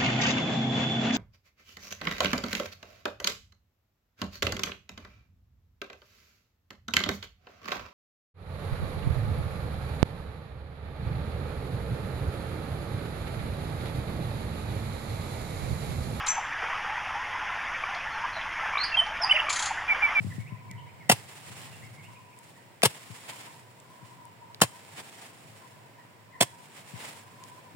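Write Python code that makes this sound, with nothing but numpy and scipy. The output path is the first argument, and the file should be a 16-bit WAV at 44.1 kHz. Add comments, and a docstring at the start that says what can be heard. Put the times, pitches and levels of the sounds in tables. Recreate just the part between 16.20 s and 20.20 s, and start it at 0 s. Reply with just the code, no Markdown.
"""First comes the hiss of a garden sprinkler, its spray pattering on leaves and plopping into puddles.
Almost at once a nearby songbird gives a sharp chip; later it sings slurred notes, a dry rattle and
three falling whistles. A few heavy drops splat, and distant calls and short clucks come from the trees.
Hiss, splats, rattle and distant calls are shaped noise; taps, drips, clucks and whistles are brief tones.
Leaves and hedges throw back a short echo."""
import sys
import numpy as np
from scipy import signal
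from scipy.fft import rfft, irfft
from scipy.io import wavfile
from scipy.ndimage import uniform_filter1d

SR = 44100
rng = np.random.default_rng(int(sys.argv[2]) if len(sys.argv) > 2 else 0)


def store_pcm(level_fs):
    """Save levels as 16-bit WAV."""
    pcm = np.round(np.clip(level_fs, -1, 1) * 32767).astype(np.int16)
    wavfile.write(sys.argv[1], SR, np.atleast_2d(pcm).T)


N = 176400

# tone colour of the spray: f/Hz, relative level/dB
SPRAY_COLOUR = [(20, -5.5), (45, -9.5), (119, -13.5), (180, -19), (316, -19.5), (377, -23), (450, -20),
                (560, -16), (680, -13), (870, -8.5), (1100, -7), (1390, -6), (1800, -4), (2400, -7.5),
                (3400, -16), (4150, -35), (4600, -27), (5300, -23.5), (6500, -29), (7800, -45), (9000, -44),
                (10100, -37.5), (11200, -42), (12200, -55), (13400, -48), (14800, -72.5)]
# the spray swells and fades as it crosses the plants: t/s, level change/dB
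SPRAY_SWEEP = [(0, 1.5), (.36, -1.5), (.41, 2), (.65, 0.5), (1.1, -0.5), (1.35, 0), (1.55, 1), (1.95, -1),
               (2.38, 0), (2.43, 3), (2.6, 0.5), (2.93, -1), (3.16, 2.5), (3.32, 1.5), (3.48, 0.5),
               (3.66, -1.5), (3.75, 1.5), (4, 2.5)]
# how alike the spray is in both ears: f/Hz, likeness (1 = the same)
SPRAY_LIKENESS = [(60, .998), (380, .985), (700, .9999), (2700, .9999), (3300, .995), (3800, .93),
                  (4600, .997), (11000, .999)]
# the bird's two-voiced chip: t/s, length/s, start f/Hz, middle f/Hz, end f/Hz, level/dB,
# loudest point (0 = start, 1 = end), roughness (0 = smooth), lead of the left ear/rad
CHIP_NOTES = [ (.063, .011, 9480, 5330, 3300, -27.5, 0.6, .9, -0.59),
              (.076, 0.041, 7470, 7380, 7620, -28, 0.45, 0.55, 0),
              (.084, 0.011, 6120, 6050, 5850, -19, 0.4, 0.18, -1.6),
              (.097, 0.028, 5910, 6040, 6100, -25.5, 0.23, 0.3, -1.5)]
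# the bird's song: same columns as the chip
SONG_NOTES = [ (1.90, 0.086, 4330, 4280, 4100, -54, .5, .7, 0),
              (2.123, 0.073, 4280, 4060, 3880, -45, 0.4, 0.7, 0.82),
              (2.572, 0.025, 3160, 3990, 4050, -30, 0.5, 0.3, 0.033),
              (2.596, 0.047, 4220, 4260, 4490, -27.5, 0.56, 0.42, 1),
              (2.631, 0.033, 4500, 4874, 4430, -26.5, .42, 1.17, -0.02),
              (2.718, 0.018, 2880, 2705, 2700, -29, .5, 0, -0.59),
              (2.738, .019, 2640, 2700, 2680, -19.5, 0.7, 0.1, 1),
              (2.768, 0.021, 3220, 3183, 3140, -18, 0.43, 0, 0.28),
              (2.783, 0.025, 3050, 3084, 2995, -13.5, 0.6, 0, 0.4),
              (3.014, 0.015, 5230, 5360, 5220, -27.5, 0.85, 0.04, -0.23),
              (3.030, 0.0224, 5190, 4870, 4700, -21.5, 0.38, 0, 0.062),
              (3.094, 0.017, 2730, 2750, 2810, -18.5, 0.3, 0.1, -0.98),
              (3.108, 0.02, 2940, 3002, 2860, -10.5, 0.35, 0, -.5),
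              (3.120, 0.0093, 2950, 2340, 2050, -17, 0.7, 0.8, -1.9),
              (3.142, 0.036, 2200, 2860, 1940, -19, 0.8, 0.44, -1.34),
              (3.163, .02, 2510, 2200, 2000, -22.5, 0.46, 0.9, -1.1),
              (3.183, .030, 2360, 2973, 2040, -22, .45, .55, -1),
              (3.677, 0.062, 2400, 2345, 2160, -17.5, 0.65, 0.04, -1.5),
              (3.818, 0.057, 2435, 2300, 2310, -16, .42, 0, -1.34),
              (3.947, .066, 2424, 2315, 2280, -17, .48, 0.05, -1.35)]
# tone colour of the bird's rasp: f/Hz, relative level/dB
RASP_COLOUR = [(1470, -38), (2500, -14), (3280, 5.5), (3430, -1.5), (4230, 0), (5630, -7.5), (6310, 3),
               (7390, 3.5), (7780, -4.5), (8080, -16.5), (10900, -8), (11200, -52), (11400, -59),
               (14800, -78), (22000, -120)]
# echo from leaves right beside the birds: f/Hz, level/dB
LEAF_ECHO = [(2400, -31.5), (3100, -10.5), (4500, -6), (8000, -2.5)]
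# echo from the hedges: f/Hz, level/dB
HEDGE_ECHO = [(1000, -9.5), (3000, -15), (5000, -8), (7000, -9.5), (10000, -7)]
# how alike the echo is in both ears: f/Hz, likeness (1 = the same)
ECHO_LIKENESS = [(1500, 1), (2500, .7), (5500, .6), (8000, .9)]
# distant calls: t/s, length/s, level/dB, f/Hz, band width/Hz
DISTANT_CALLS = [(.168, 0.035, -28, 880, 129), (.525, 0.015, -32, 1070, 130), (.66, 0.11, -35.5, 833, 80),
                 (.77, 0.019, -32, 920, 90), (.948, 0.04, -32, 853, 60), (1.14, 0.03, -33, 950, 140),
                 (1.215, 0.028, -32.5, 925, 196), (2.028, 0.039, -28, 1070, 234),
                 (3.028, 0.027, -31, 860, 80), (3.498, 0.032, -28.5, 870, 130),
                 (3.562, 0.03, -31.5, 1630, 250), (3.88, .035, -31, 2070, 90)]
# heavy drops on broad leaves: t/s, level/dB, f/Hz, band width/Hz, fade time/s
HEAVY_DROPS = [(.249, -25.5, 1300, 500, 0.0058), (.42, -29.5, 1590, 800, 0.01),
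               (.430, -36, 520, 160, 0.0086), (.498, -24, 1200, 400, 0.0058), (.645, -28, 1380, 790, .008),
               (1.04, -51, 1930, 1000, 0.0052), (1.748, -36.5, 3580, 2600, 0.0036),
               (2.21, -35, 3120, 600, 0.015), (2.863, -43.5, 4150, 2180, 0.007),
               (3.748, -24, 1700, 810, 0.0063), (3.762, -36, 560, 160, .012)]
# clucks from the trees: t/s, level/dB
CLUCK_PULSES = [(1.637, -24.5), (2.536, -28), (2.554, -23), (2.571, -22.5), (2.589, -29), (3.267, -27),
                (3.285, -24), (3.303, -24)]
# tones of the clucking throat: f/Hz, relative level/dB, ring time/s
THROAT_TONES = [(785, -7, 0.00055), (1147, 1, 0.0019), (2310, 0.5, 0.0019)]
# drips plopping into puddles: t/s, level/dB, f/Hz
PUDDLE_DRIPS = [(1.685, -33.5, 777), (1.755, -37.5, 690), (2.165, -36.5, 647), (2.76, -36.5, 719),
                (2.81, -34.5, 674), (2.865, -32.5, 855), (2.905, -39.5, 643), (3.003, -33, 677),
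                (3.04, -28, 1000), (3.08, -34.5, 766), (3.135, -31.5, 607), (3.238, -37, 599),
                (3.72, -34, 743)]
# strokes of the bird's rattle: t/s, level/dB
RATTLE_STROKES = [(3.292, -28), (3.323, -28), (3.355, -29), (3.388, -29), (3.420, -29), (3.454, -29.5)]


def amp(db):
    """Turns decibels into a factor to multiply by."""
    return 10 ** (np.asarray(db) / 20)


def evened(x):
    """Scales a signal to an average strength (rms) of 1."""
    return x / np.sqrt(np.mean(x ** 2) + 1e-20)


def read(points, hz):
    """Looks up a table at any frequency, on a log scale like musical pitch."""
    f, value = np.transpose(points)
    return np.interp(np.log(hz + 1), np.log(f + 1), value)


def add(mix, start_s, sound):
    """Mixes a sound in at a given time."""
    part = mix[..., max(round(start_s * SR), 0):][..., :sound.shape[-1]]
    part += sound[..., :part.shape[-1]]


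def pan(db):
    """Left and right gains for a sound that is louder on the left by db."""
    return amp([[db / 2], [-db / 2]])


def noise_band(size, hz, width):
    """Noise that is strongest at hz and fades away to either side."""
    f = np.fft.rfftfreq(size, 1 / SR)
    bell = np.exp(-((f - hz) / width) ** 2)
    return evened(irfft(rfft(rng.standard_normal(size)) * bell, size))


def sweep_db(t):
    """How much the sweep raises or lowers the water's level at time t."""
    return np.interp(t, *np.transpose(SPRAY_SWEEP))


def spray(level_db=-35.5, patchy_db=2.5, flicker_db=0.5):
    """Countless fine drops blur into a patchy hiss whose middle pitches follow the sweep most."""
    size, hop = 512, 128  # the noise is built in short overlapping frames
    frames, hz = N // hop + 5, np.fft.rfftfreq(size, 1 / SR)
    a, b, c, d, patches = rng.standard_normal((5, frames, len(hz)))
    patches = evened(uniform_filter1d(uniform_filter1d(patches, size=9, axis=0), size=5, axis=1))
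    flicker = evened(uniform_filter1d(rng.standard_normal(frames), size=8))[:, None]
    sweep = sweep_db(np.arange(frames) * hop / SR)[:, None]
    share = read([(350, 0), (750, 1), (2400, 0.9), (4200, 0.6)], hz)  # the bass stays steady
    same = read(SPRAY_LIKENESS, hz)
    left = a + 1j * b
    right = same * left + np.sqrt(1 - same ** 2) * (c + 1j * d)
    spectra = np.array([left, right]) * amp(share * (patchy_db * patches + flicker_db * flicker + sweep))
    hiss = signal.istft(spectra.transpose(0, 2, 1), nperseg=size, noverlap=size - hop)[1][:, :N]
    colour = amp(read(SPRAY_COLOUR, np.fft.rfftfreq(N, 1 / SR)))
    return amp(level_db) * evened(irfft(rfft(hiss) * colour, N))


def random_hits(per_s, spread_db, max_db):
    """Drops land at random moments, most softly and a few harder."""
    lands = rng.random(N) < per_s / SR
    return lands * amp(np.minimum(spread_db * rng.exponential(1, N), max_db))


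def patter(level_db=-41.5, per_s=900, pitches=28, low_hz=800, high_hz=2500, cycles=1.25):
    """Each small drop taps a leaf, which rings for only a few cycles."""
    t, out = np.arange(1024) / SR, np.zeros(N)
    for hz in np.geomspace(low_hz, high_hz, pitches):
        hits = random_hits(per_s / pitches, spread_db=3.5, max_db=14)
        age = t * hz / cycles
        tap = age * np.exp(-2 * age) * np.sin(2 * np.pi * hz * t)
        out += signal.oaconvolve(hits, tap)[:N]
    out = signal.sosfilt(signal.butter(4, [650, 3200], "band", fs=SR, output="sos"), out)
    return amp(level_db + sweep_db(np.arange(N) / SR)) * evened(out)


def drip(db, hz, ring_s=0.0083, rise=0.025):
    """A small bubble rings; its pitch climbs by the share `rise` in each ring time."""
    t = np.arange(SR // 10) / SR
    age = t / ring_s
    return amp(db) * age * np.exp(1 - age) * np.sin(2 * np.pi * hz * t * (1 + rise * (age / 2 - 1)))


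def bubbles(level_db=-41, per_s=110, pitches=36, low_hz=800, high_hz=2200):
    """Many small drips plop at random under the spray."""
    out = np.zeros(N)
    for hz in np.geomspace(low_hz, high_hz, pitches):
        hits = random_hits(per_s / pitches, spread_db=4, max_db=8)
        out += signal.oaconvolve(hits, drip(0, hz * rng.uniform(.98, 1.02)))[:N]
    return amp(level_db + sweep_db(np.arange(N) / SR)) * evened(out)


def whistle(length, start_hz, middle_hz, end_hz, db, crest, rough, lead):
    """The bird glides an almost pure tone through three pitches as it swells and fades once."""
    size = int(length * SR)
    wobble, shimmer, hoarse = [noise_band(SR // 4, 0, width_hz)[:size] for width_hz in (327, 327, 420)]
    progress = np.linspace(0, 1, size)
    glide = np.polyval(np.polyfit([0, .5, 1], [start_hz, middle_hz, end_hz], 2), progress)
    hz = glide * (1 + 0.03 * rough * wobble)
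    swell = np.sin(np.pi * np.interp(progress, [0, crest, 1], [0, .5, 1])) ** 0.88
    phase = 2 * np.pi * np.cumsum(hz) / SR + np.array([[lead], [-lead]]) / 2
    # faint hoarse overtones sound only in the high treble
    overtones = sum(amp(level_db) * np.sin(k * phase)
                    for k, level_db in [(2, -30), (3, -39.5)] if 8900 < k * middle_hz < 11000)
    tone = np.sin(phase) + (1 + 1.5 * hoarse) * overtones
    return amp(db) * swell * evened(1 + rough * shimmer) * tone


def rasp(db, rise_s=0.0063, fade_s=0.014, low_cut_hz=2300):
    """A bright puff of noise from the bird: one starts the chip, several make the rattle."""
    t = np.arange(SR // 10) / SR
    f = np.fft.rfftfreq(len(t), 1 / SR)
    colour = amp(read(RASP_COLOUR, f)) / (1 + (low_cut_hz / (f + 1)) ** 6)
    noise = evened(irfft(rfft(rng.standard_normal(len(t))) * colour, len(t)))
    return amp(db) * np.minimum(t / rise_s, np.exp((rise_s - t) / fade_s)) * noise


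def garden_echo(sound, leaf_fade_s=0.018, hedge_delay_s=0.015, hedge_ring_s=0.42):
    """Sound bounces off nearby leaves, then comes back from the hedges as a short bright echo."""
    t = np.arange(SR // 2) / SR
    f = np.fft.rfftfreq(len(t), 1 / SR)
    leaves = np.exp(-t / leaf_fade_s) * (t > .002)
    hedges = amp(-60 * t / hedge_ring_s) * (t > hedge_delay_s)
    spectra = 0
    for fade, colour in (leaves, LEAF_ECHO), (hedges, HEDGE_ECHO):
        bounces = rng.standard_normal((2, len(t))) * fade / np.linalg.norm(fade)
        spectra += rfft(bounces) * amp(read(colour, f))
    left, unrelated = spectra
    same = read(ECHO_LIKENESS, f)
    right = same * left + np.sqrt(1 - same ** 2) * unrelated
    return signal.fftconvolve(sound, irfft(np.array([left, right]), len(t)), axes=1)[:, :N]


def distant_call(length, db, hz, width):
    """A short hoarse note, blurred by distance."""
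    progress = np.arange(SR // 5) / SR / length
    call = np.sin(np.pi * np.minimum(progress, 1)) * noise_band(len(progress), hz, width)
    return amp(db) * call / np.sqrt(np.sum(call ** 2) / (length * SR / 2))


def splat(db, hz, width, fade_s, rise_s=0.0005):
    """A heavy drop bursts on a leaf: sudden noise that dies quickly."""
    t = np.arange(SR // 10) / SR
    return amp(db) * (1 - np.exp(-t / rise_s)) * np.exp(-t / fade_s) * noise_band(len(t), hz, width)


def cluck(db):
    """One pulse makes a small throat ring with three tones."""
    t, out = np.arange(SR // 20) / SR, 0
    for hz, level_db, ring_s in THROAT_TONES:
        swell = t / ring_s * np.exp(1 - t / ring_s)
        out += amp(level_db) * swell * np.sin(2 * np.pi * (hz * t + rng.random()))
    return amp(db) * out


def scene(low_cut_hz=362):
    """Birds and single drops, with their echo, over the constant sound of the sprinkler."""
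    events = np.zeros((2, N))
    chip_left_db = 1.5
    for table, source, left_db in [
            (SONG_NOTES, whistle, -2.2), (CHIP_NOTES, whistle, chip_left_db), (RATTLE_STROKES, rasp, 1),
            (HEAVY_DROPS, splat, 0), (PUDDLE_DRIPS, drip, 0),
            (DISTANT_CALLS, distant_call, 0), (CLUCK_PULSES, cluck, 0)]:
        for start_s, *row in table:
            add(events, start_s, source(*row) * pan(left_db))
    add(events, .063, rasp(db=-33.5) * pan(chip_left_db))  # the chip's noisy start
    events = signal.sosfilt(signal.butter(4, low_cut_hz, "high", fs=SR, output="sos"), events)
    return events + garden_echo(events) + spray() + patter() + bubbles()


def record(dry, top_hz=14300):
    """Takes away the very highest treble."""
    low_pass = signal.firwin(511, top_hz, window=("kaiser", 9), fs=SR)
    return signal.oaconvolve(dry, low_pass[None], "same", axes=1)


dry = scene()
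out = record(dry)
store_pcm(out)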